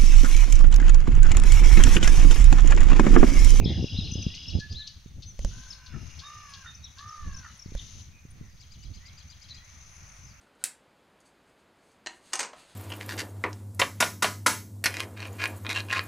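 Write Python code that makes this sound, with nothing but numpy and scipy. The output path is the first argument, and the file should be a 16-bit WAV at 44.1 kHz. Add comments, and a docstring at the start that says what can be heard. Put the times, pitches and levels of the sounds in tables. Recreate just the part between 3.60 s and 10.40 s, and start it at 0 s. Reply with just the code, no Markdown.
"""A blackbird gives a harsh, pulsing trill from the reeds of a farm pond in spring; a second trills far off.
Other birds whistle and chack, and a small one twitters; their gliding syrinx tones rasp when unsteady.
Across the water a fowl cries three times, each cry ending in a hoarse break; the tree line answers faintly.
Wind eddies thump on the microphone, mostly at first, and a hand knocks the camera, leaving low rumbles.
Under it all lie open air, a thin hiss, the diffuse wash of the first trill and later a dry rustle."""
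import sys
import numpy as np
from scipy import signal
from scipy.fft import rfft, irfft, next_fast_len
from scipy.io import wavfile
from scipy.ndimage import map_coordinates

SR = 44100
rng = np.random.default_rng(int(sys.argv[2]) if len(sys.argv) > 2 else 0)


def bounce(signal):
    """Save signal as a 16-bit WAV file at the path given by the first command-line argument."""
    frames = np.transpose(np.atleast_2d(signal))
    limited = np.clip(frames, -1, 1)
    pcm = np.round(limited * 32767).astype(np.int16)
    wavfile.write(sys.argv[1], SR, pcm)


N = 299880


def amp(db):
    """Decibels to gain."""
    return 10 ** (np.asarray(db) / 20)


def unit(x):
    """Scale to rms 1."""
    return x / np.sqrt(np.mean(x ** 2) + 1e-20)


def along(points, hz):
    """Read a curve of (frequency, value) points on a log frequency axis."""
    freqs, values = np.transpose(points)
    return np.interp(np.log(hz + 1), np.log(freqs + 1), values)


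def clock(length):
    """Sample times over a length in seconds."""
    return np.arange(int(length * SR)) / SR


def wobble(rate, t):
    """A smooth random curve, rate knots a second."""
    knots = rng.standard_normal(int(t[-1] * rate) + 4)
    return map_coordinates(knots, [t * rate + 1], mode="nearest")


def phase(hz):
    """Running phase of a moving frequency."""
    return 2 * np.pi * np.cumsum(hz) / SR


def filtered(x, gain):
    """Equalise x with a gain that is a function of frequency."""
    size = x.shape[-1]
    padded = next_fast_len(size + 8192)
    return irfft(rfft(x, padded) * gain(np.fft.rfftfreq(padded, 1 / SR)), padded)[..., :size]


def noise(colour, size):
    """Noise of rms 1 coloured by (frequency [Hz], level [dB]) points, falling steeply above the last."""
    rolloff = lambda hz: np.minimum(1, colour[-1][0] / (hz + 1)) ** 4
    return unit(filtered(rng.standard_normal(size), lambda hz: amp(along(colour, hz)) * rolloff(hz)))


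def wide(colour, side):
    """Stereo noise with a share that differs between the ears."""
    return noise(colour, N) + side * np.array([[1], [-1]]) * noise(colour, N)


def pan(x, db):
    """Place a sound, left minus right in dB."""
    gains = amp([[db / 2], [-db / 2]])
    return x * gains / gains.mean()


def add(out, s, x):
    """Mix x into out at time s."""
    i = max(0, round(s * SR))
    out[..., i:i + x.shape[-1]] += x[..., :N - i]


def burst_envelope(t, peak_s=.01):
    """A quick swell to 1 with a longer tail."""
    return (t / peak_s) ** 2 * np.exp(2 - 2 * t / peak_s)


def port_pressure(t, rise_s=.067):
    """Strength of surge and buffeting at each port: each push rises fast and dies away over a calm."""
    # gusts of wind, and low rumbles after the knocks on the camera (at 1.862 s and 4.15 s):
    # (time [s], dying time [s], surge [dB], buffet [dB], left minus right [dB])
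    pushes = [(0, 0.062, -21.5, -30.5, -7), (.07, 0.14, -39, -28, 0), (.24, 0.027, -48, -29, 5.5),
              (0.401, 0.098, -33, -31.5, 2.5), (.6, 0.16, -42, -35, 0.5), (0.949, 0.058, -33, -35, -10),
              (1.15, 0.06, -40, -41, -4), (1.552, 0.33, -44.5, -45.5, 2), (1.862, 0.095, -29, -36, -1.5),
              (2.37, 0.14, -41.5, -39, 12.5), (3.682, 0.06, -30, -43.5, -4), (4.15, 0.29, -42.5, -42, 1),
              (4.76, 0.28, -48, -48.5, -4), (5.3, 0.075, -38.5, -47, -9)]
    surge_power, buffet_power = amp(-55.5) ** 2, amp(-54) ** 2  # the calm
    for s, dying_s, surge_db, buffet_db, side_db in pushes:
        envelope = np.exp(-np.where(t < s, ((t - s) / rise_s) ** 2, (t - s) / dying_s))
        at_ports = pan(envelope, side_db)
        surge_power = surge_power + (amp(surge_db) * at_ports) ** 2
        buffet_power = buffet_power + (amp(buffet_db) * at_ports) ** 2
    return np.sqrt(surge_power), np.sqrt(buffet_power)


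def eddies(buffet, count=30):
    """Single eddies thump the microphone: set strong ones, and chance ones that follow the buffeting."""
    # the strongest eddies: (time [s], level [dB], relative level of the sharp edge [dB])
    strong = [(0.054, -13, -6.5), (.072, -15, -14.5), (.099, -25.5, 2), (.222, -23.5, 0.5),
              (.238, -23, 4.5), (.383, -14, -42), (0.518, -19.5, -23), (0.551, -21, -7.5),
              (0.662, -16, -13.5), (.948, -16.5, -13.5), (0.983, -21.5, -9.5), (1.456, -34.5, -9),
              (4.056, -32, -5.5), (4.116, -38, 3.5), (4.648, -34.5, -8), (4.808, -32.5, -11.5)]
    chance = [(i / SR, 20 * np.log10(buffet[:, i].mean()) - 1.5, -18)
              for i in rng.integers(N, size=count)]
    out, t = np.zeros((2, N)), clock(.05)
    for s, db, edge_db in strong + chance:
        # an eddy meets each port at its own moment and strength
        lag_s, port_db = rng.normal(0, .0003, (2, 1)), rng.normal(0, 2.2, (2, 1))
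        slow, fast = (t - .009 - lag_s) / .0014, (t - .008 - lag_s) / .00073
        push = slow * np.exp(-slow ** 2 / 2)
        edge = amp(edge_db + 4) * fast * np.exp(-fast ** 2 / 2)
        add(out, s - .002, amp(db + port_db) * (push + edge))
    return out


def wind_and_rumble():
    """Wind and the shove of each knock stir the microphone ports: surges, buffets, flutter and eddies."""
    # spectra of the sub-bass surge, bass buffet and low-mid flutter: (frequency [Hz], level [dB])
    surge_colour = [(10, 7.5), (25, -4), (55, 9), (80, -12.5), (140, -31)]
    buffet_colour = [(45, -25), (76, 5), (120, -4), (180, -11), (260, -26), (500, -75)]
    flutter_colour = [(150, -8.5), (230, 6.5), (330, -2.5), (500, -11.5), (800, -17.5), (1500, -44.5),
                      (4000, -80)]
    t = np.arange(N) / SR
    surge, buffet = port_pressure(t)
    lumps = unit(amp(4.32 * wobble(35, t)))
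    rumble = amp(-3.5) * surge * wide(surge_colour, side=.3)
    buffeting = amp(.5) * buffet * lumps * wide(buffet_colour, side=.29)
    # harder buffets break into finer turbulence
    flutter = buffet ** 1.342 * lumps * wide(flutter_colour, side=.18)
    return rumble + buffeting + flutter + eddies(buffet)


def open_air():
    """A soft, wide midrange bed that drifts in level with the breeze."""
    # spectrum of the open air: (frequency [Hz], level [dB])
    colour = [(300, -22), (550, 0), (800, 1), (1200, 5), (1700, 4), (2300, 7.5), (2800, 1.5), (3500, -22),
              (6000, -21.5)]
    # rise and fall of the breeze: (time [s], level [dB])
    breeze = [(1.3, -71.5), (1.59, -74.5), (2.6, -63.5), (3.37, -69), (3.67, -65.5), (4.95, -72),
              (6.58, -63), (6.8, -66)]
    t = np.arange(N) / SR
    level_db = np.interp(t, *np.transpose(breeze)) + 2.5 + wobble(8.7, t)
    return pan(amp(level_db) * wide(colour, side=.69), db=-5.5)


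def wash_and_rustle():
    """Grainy treble swells with a thin hiss on the left: first the trill's diffuse wash, then dry rustle."""
    # spectra of the grain and the hiss: (frequency [Hz], level [dB])
    grain_colour = [(1500, -81), (2700, 9.5), (3600, 12.5), (4500, 11.5), (5400, 5), (6500, 5), (7800, -29)]
    hiss_colour = [(4000, -13), (5400, -2.5), (6200, 9), (6550, 3.5), (7100, -10), (8100, -30), (9200, -19),
                   (10700, -14), (12000, -25), (14000, -60)]
    # first swell: diffuse wash of the blackbird's trill; later swells: dry rustle
    # (time [s], half length [s], grain level [dB], hiss level [dB])
    swells = [(0.63, 0.72, -57.5, -69), (1.983, 0.19, -57, -56), (2.755, 0.4, -63, -60),
              (3.68, 0.36, -64, -60.5), (4.289, 0.16, -58.5, -55.5), (5.67, 0.68, -68, -69),
              (6.41, 0.36, -75, -60.5)]
    t = np.arange(N) / SR
    grain_gain, hiss_gain = amp(-71), amp(-70)  # between the swells
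    for s, half_s, grain_db, hiss_db in swells:
        plateau = 1 / (1 + ((t - s) / half_s) ** 6)
        grain_gain = np.hypot(grain_gain, amp(grain_db) * plateau)
        hiss_gain = np.hypot(hiss_gain, amp(hiss_db) * plateau)
    grain = grain_gain * amp(2 * wobble(70, t)) * wide(grain_colour, side=.59)
    hiss = hiss_gain * amp(3 + 1.73 * wobble(90, t)) * wide(hiss_colour, side=.12)
    return pan(grain, db=-.5) + pan(hiss, db=11)


def microphone_noise():
    """The microphone's own steady, nearly white noise floor."""
    return amp(-74.5) * wide([(100, .29), (15000, -1.3)], side=.5)


def note(length, start_hz, middle_hz, end_hz, rough, rasp_hz=330):
    """A syrinx tone gliding through three pitches; an unsteady membrane makes it rasp."""
    t = clock(length)
    progress = t / length
    hz = np.polyval(np.polyfit([0, .5, 1], [start_hz, middle_hz, end_hz], 2), progress)
    tone = np.sin(phase(hz + rough * rasp_hz * wobble(650, t)))
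    flicker = amp(4.3 * rough * wobble(286, t))
    return unit(tone * flicker * np.sin(np.pi * progress) ** .8)


def arched(length, hz, slide_hz, arch_hz, rough):
    """A note that slides through its pitch and bends down at both ends."""
    return note(length, hz - slide_hz / 2 - arch_hz, hz, hz + slide_hz / 2 - arch_hz, rough)


def whistles():
    """Each kind of whistled note keeps its own shape and place on the shore."""
    # sharp pips: (time [s], pitch [Hz], slide [Hz], level [dB])
    pips = [(.042, 5240, 700, -38.5), (.222, 5600, -500, -47.5), (0.512, 6150, -780, -41),
            (.532, 6100, 702, -41), (0.621, 6000, -440, -41), (.879, 5490, 0, -39), (2.103, 5390, 0, -40),
            (2.124, 4410, -1300, -46), (3.146, 5880, 1100, -47.5), (3.24, 5770, -200, -45),
            (3.485, 5560, -900, -50.5), (3.741, 5490, -300, -47), (3.765, 6040, -400, -46),
            (3.783, 5780, -500, -48.5), (3.991, 5570, -550, -49), (4.017, 5620, -480, -47.5),
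            (6.646, 6200, -3, -52.5)]
    # arched slurs: (time [s], length [s], pitch [Hz], slide [Hz], level [dB], roughness [0-1])
    slurs = [(0, 0.055, 2550, -200, -50.5, 0.57), (0.055, .13, 2070, -350, -54, 0.47),
             (0.344, 0.091, 3910, 65, -40, 0.4), (0.433, 0.071, 4140, 0, -45.5, 0.8),
             (1.092, 0.055, 5100, 603, -48.5, 0.65), (1.141, 0.062, 4034, 904, -42.5, 0.26),
             (1.183, .05, 3980, -750, -42, 0.24), (1.211, 0.069, 4060, -100, -51.5, .5),
             (1.652, 0.073, 6190, -250, -50, 0), (3.227, 0.059, 3780, -700, -51, 0.4),
             (3.506, .068, 5000, -1700, -64, 0.3), (3.608, 0.081, 3900, 197, -69, 0.15),
             (3.87, 0.081, 4000, 400, -70, 0), (4.042, 0.043, 4440, -1400, -63.5, 0.12),
             (4.16, .07, 3530, -580, -49.5, 0.98), (5.898, 0.036, 4080, -78, -45.5, 0.3),
             (6.164, 0.061, 6120, 291, -64, 0), (6.258, .15, 10050, 197, -73, 0.4),
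             (6.46, 0.16, 9400, -700, -73, .7), (6.653, .08, 5070, -1300, -65, 0.3)]
    # clear, steady toots: (time [s], pitch [Hz], level [dB])
    toots = [(.997, 1718, -47), (1.182, 1731, -52.5), (2.635, 3710, -50), (3.06, 3670, -51)]
    # distant rising whistles: (time [s], level [dB])
    rises = [(.68, -65), (5.39, -63.5), (5.98, -65)]
    # very high ticks: (time [s], level [dB])
    ticks = [(2.893, -63.5), (3.97, -66.5), (4.703, -60)]
    out = np.zeros((2, N))
    for s, hz, slide_hz, db in pips:
        add(out, s, pan(amp(db) * arched(.016, hz, slide_hz, arch_hz=260, rough=.2), db=7))
    for s, length, hz, slide_hz, db, rough in slurs:
        add(out, s, pan(amp(db) * arched(length, hz, slide_hz, .1 * hz, rough), db=2.5))
    for s, hz, db in toots:
        length = .08 * np.sqrt(1680 / hz)  # higher notes are shorter
        add(out, s, pan(amp(db) * arched(length, hz, slide_hz=25, arch_hz=23, rough=.024), db=-3))
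    for s, db in rises:
        add(out, s, pan(amp(db) * note(.15, 1820, 2060, 2397, rough=.14), db=-5))
    for s, db in ticks:
        add(out, s, pan(amp(db) * note(.017, 10300, 9560, 8900, rough=1), db=12))
    return out


def blackbird(start_s=.084, end_s=1, pulse_hz=559, chip_every_s=.038):
    """A buzz of falling sweeps opens into a harsh pulse tone, broken by low chips."""
    # overtones of the trill: (harmonic [multiple of the pulse rate], level [dB])
    overtones = [(4, -43), (5, -8), (6, -5.5), (7, -9), (8, -20), (9, -2), (10, -36), (11, -19), (12, -37)]
    rasp_colour = [(1800, -7.5), (2500, -31), (2800, 5), (3700, 13.5), (4400, -4), (5600, 11.5),
                   (6500, -6), (7400, -51), (8300, -48), (10500, -20.5), (12000, -42)]
    attack_s, release_s, peak_s, sag_db_per_s = .0091, .044, .38, 6.5
    t = np.arange(N) / SR
    level_db = -43.5 - sag_db_per_s * np.abs(t - peak_s)
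    singing = np.clip(np.minimum((t - start_s) / attack_s, (end_s - t) / release_s), 0, 1)
    chip_times = np.arange(.133, end_s - chip_every_s, chip_every_s)
    chip_times += rng.normal(0, .002, len(chip_times))
    # each chip ducks the tone and nudges its pitch up
    duck = np.clip(1.6 * sum(np.exp(-((t - s - .002) / .004) ** 2) for s in chip_times), 0, 1)
    cycle = phase(pulse_hz * (1 + .004 * wobble(45, t) + .003 * wobble(500, t) + .025 * duck))
    tone = unit(sum(amp(db + 1.2 * wobble(35, t)) * np.sin(k * cycle + .3 * wobble(250, t))
                    for k, db in overtones))
    rasp = .42 * noise(rasp_colour, N) * (1 + .8 * np.cos(cycle))
    song = singing * amp(level_db) * (tone * (1 - duck) + rasp)
    for s in chip_times:
        add(song, s - .003, amp(-45 + rng.normal(0, .57)) * note(.0088, 3350, 2894, 2920, rough=.47))
    for s in np.arange(.051, .103, .0084):  # the opening buzz
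        add(song, s, amp(-38.5) * note(.0105, 4650, 3450, 3350, rough=.2))
    return pan(song, db=2.5)


def far_chorus(count=40):
    """Many distant birds add faint rising and falling glides."""
    out = np.zeros((2, N))
    for when, pitch, slope, size, place in rng.random((count, 5)):
        hz = 1900 * 3 ** pitch
        glide = .26 * (slope - .25 - .6 * pitch)  # low notes tend to rise, high ones to fall
        song = note(.14 - .07 * pitch, hz * (1 - glide), hz, hz * (1 + glide), rough=.3)
        add(out, when * N / SR, pan(amp(-73 + 4 * size - 3 * pitch) * song, db=10 * (place - .4)))
    return out


def chacks():
    """Birds on the shore give dry chacks: short, grainy bursts of bright noise."""
    # chack calls: (time [s], level [dB])
    calls = [(0.753, -40.5), (0.905, -42.5), (1.002, -40), (1.129, -44.5), (1.279, -39.5), (1.632, -44),
             (2.27, -46.5), (2.598, -41.5), (2.945, -43), (3.391, -44.5), (4.189, -65), (5.895, -48.5)]
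    # spectrum of a chack: (frequency [Hz], level [dB])
    colour = [(1500, -82), (2500, -13), (3200, -6.5), (4400, 2), (5200, -6), (6200, -3.5), (7200, -24.5),
              (9000, -38)]
    out, t = np.zeros((2, N)), clock(.07)
    for s, db in calls:
        burst = noise(colour, len(t)) * amp(2 * wobble(370, t)) * burst_envelope(t)
        add(out, s - .012, pan(amp(db - 1) * burst, db=5))
    return out


def handling():
    """A finger clicks on the case and shoves the microphone."""
    # knocks of the hand on the camera: (time [s], thud level [dB], click level [dB])
    knocks = [(1.792, -22.5, -39), (1.848, -15, -33.5), (4.151, -21, -41.5)]
    click_colour = [(200, 9.5), (700, -36.5), (1500, -4.5), (4500, -17), (6300, -.5), (7800, -22),
                    (15000, -27)]
    out, t = np.zeros(N), clock(.12)
    ring = lambda hz, decay_s: np.sin(2 * np.pi * hz * t) * np.exp(-t / decay_s)
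    thud = ring(42, .019) + .29 * ring(170, .0044)
    case = .21 * ring(540, .0036)
    for s, thud_db, click_db in knocks:
        click = noise(click_colour, len(t)) * np.exp(-t / .0016)
        add(out, s, amp(thud_db) * (thud + case) + amp(click_db + 7) * click)
    return pan(out, db=-3.5)


def cry_controls(t, top_s, fall_s, break_s, top_hz, level_db, break_db):
    """Effort arches the pitch and makes the voice louder, darker and cleaner, until it cracks."""
    rest_hz, rise_s = 510.3, .19  # relaxed pitch; how fast effort lifts it
    scoop_hz, scoop_s = 149.6, .014  # each cry scoops up from below
    drop_hz, crack_s = 81.7, .0225  # the closing crack: pitch drop, half length
    attack_s, release_s, sag_db_per_s = .032, .037, 5
    lift_hz = (top_hz - rest_hz) * np.exp(-((t - top_s) / np.where(t < top_s, rise_s, fall_s)) ** 2)
    strain = (lift_hz / 98.6) ** 2
    scoop = np.exp(-t / scoop_s)
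    broken = (1 + np.tanh((t - break_s) / crack_s + .5)) / 2
    hz = rest_hz + lift_hz - scoop_hz * scoop - drop_hz * broken
    held = amp(level_db + 10 * strain - sag_db_per_s * t)
    crack = amp(break_db) * np.exp(-((t - break_s) / crack_s) ** 2)
    gate = np.clip(np.minimum(t / attack_s, (t[-1] - t) / release_s), 0, 1)
    rough = .42 / (1 + 2 * strain) * (1 - broken) + .76 * (scoop + broken)
    bright_db = 4.5 - 18 * strain + 14 * broken
    return hz, gate * np.hypot(held, crack), rough, bright_db


def fowl(roll_hz=60):
    """Arched, rolling cries: the throat favours harmonics two and three; the voice cracks as it drops."""
    # cries: (start [s], time to the top [s], fall [s], time to the break [s], top pitch [Hz],
    #         relaxed level [dB], break level [dB])
    cries = [(1.9, .2, 0.16, .445, 512, -59.5, -55), (2.605, .135, .24, .46, 600.4, -57, -51),
             (3.362, .17, .18, .493, 611.6, -55, -50.5)]
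    # resonances of the throat: (frequency [Hz], gain [dB])
    throat = [(400, -45), (700, -34), (1000, 0), (1200, 10), (1550, 4.5), (1850, 4.5), (2150, -23),
              (2800, -5.5), (4000, -68)]
    out = np.zeros(N)
    k = np.arange(1, 7)[:, None]  # harmonic numbers
    for s, top_s, fall_s, break_s, top_hz, level_db, break_db in cries:
        t = clock(break_s + .074)
        hz, gain, rough, bright_db = cry_controls(t, top_s, fall_s, break_s, top_hz, level_db, break_db)
        # a slow second oscillation of the throat chops the voice into an even roll
        roll = np.cos(phase(roll_hz * (1 + .03 * wobble(20, t))))
        cycle = phase(hz * (1 + .045 * rough * wobble(300, t) + .018 * roll))
        weights = amp(along(throat, k * hz) + bright_db * np.minimum(k, 3))
        # uneven pulses fray the harmonics, the higher ones more
        fray = np.array([wobble(200, t) + 1j * wobble(200, t) for _ in k]) * .02 * k ** 2
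        harmonics = (weights * np.exp(1j * k * cycle) * (1 + fray)).imag
        voice = harmonics.sum(0) / np.sqrt((weights ** 2).sum(0) / 2)
        hoarse = .6 * rough * noise(throat, len(t)) * (1 + np.cos(cycle / 2))
        add(out, s, gain * (1 + .55 * roll) * (voice + hoarse))
    return pan(out, db=-1.5)


def far_blackbird(start_s=2.17, end_s=3.07, fade_s=.094):
    """Distance blurs a second trill into a few narrow, fluttering bands."""
    # spectrum of the distant trill: (frequency [Hz], level [dB])
    bands = [(2300, 2), (2650, -3), (2830, 11), (3000, -22), (3500, -36), (4600, -33), (5200, 9),
             (5600, -20), (7000, -66)]
    t = np.arange(N) / SR
    singing = np.clip(np.minimum(t - start_s, end_s - t) / fade_s, 0, 1)
    return singing * amp(-61.5 + 1.1 * wobble(80, t)) * noise([(1700, -19)] + bands, N)


def twitter(count=9, start_s=4.995, every_s=.111):
    """A small bird's run of syllables: both sides of the syrinx rise, then the voice steps down twice."""
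    rasp_colour = [(1700, -30), (2200, 1), (4500, -7), (6400, 3.5), (7600, -17)]
    out, t = np.zeros((2, N)), clock(.07)
    for k in range(count):
        syllable = np.zeros(SR // 8)
        add(syllable, 0, note(.028, 4300, 4850, 4900, rough=.45))
        add(syllable, .004, amp(-13) * note(.026, 6400, 7200, 7100, rough=1))
        add(syllable, .027, amp(-3) * note(.018, 4050, 4120, 4080, rough=.5))
        add(syllable, .038, amp(-6) * note(.018, 3150, 3220, 3250, rough=.5))
        add(syllable, .008, amp(-1.5) * burst_envelope(t) * noise(rasp_colour, len(t)))
        # the run slows a little and grows louder
        s = start_s + every_s * k + .0008 * k ** 2
        add(out, s, pan(amp(-57.5 + .5 * k) * syllable, db=9))
    return out


def tree_line(x, predelay_s=.008):
    """A thin scattered echo from the far shore."""
    # ring of the trees: (frequency [Hz], time to fall 60 dB [s])
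    decay_times = [(300, 0.088), (1500, 0.35), (4000, 0.4), (9000, 0.034)]
    hz, t, scatter = signal.stft(rng.standard_normal((2, SR)), SR, nperseg=256)
    decay = amp(-60 * t / along(decay_times, hz)[:, None])
    tail = signal.istft(scatter * decay, SR, nperseg=256)[1]
    tail = tail + .37 * tail[::-1]  # crossfeed narrows the image
    tail = np.pad(tail / np.linalg.norm(tail[0]), ((0, 0), (round(predelay_s * SR), 0)))
    return signal.fftconvolve(x, tail, axes=1)[:, :N]


def scene():
    """The birds carry a thin outdoor echo; wind and knocks act on the microphone itself."""
    near = blackbird() + amp(-1) * (whistles() + chacks() + twitter())
    far = far_blackbird() + far_chorus()
    cries = fowl()
    echo = tree_line(amp(-11) * (near + cries) + amp(-5) * far)
    birds = near + cries + far + echo
    return birds + wind_and_rumble() + handling() + open_air() + wash_and_rustle() + microphone_noise()


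def record(dry, top_hz=15750):
    """The camera keeps nothing above its band limit."""
    return filtered(dry, lambda hz: hz < top_hz)


dry = scene()
out = record(dry)
bounce(out)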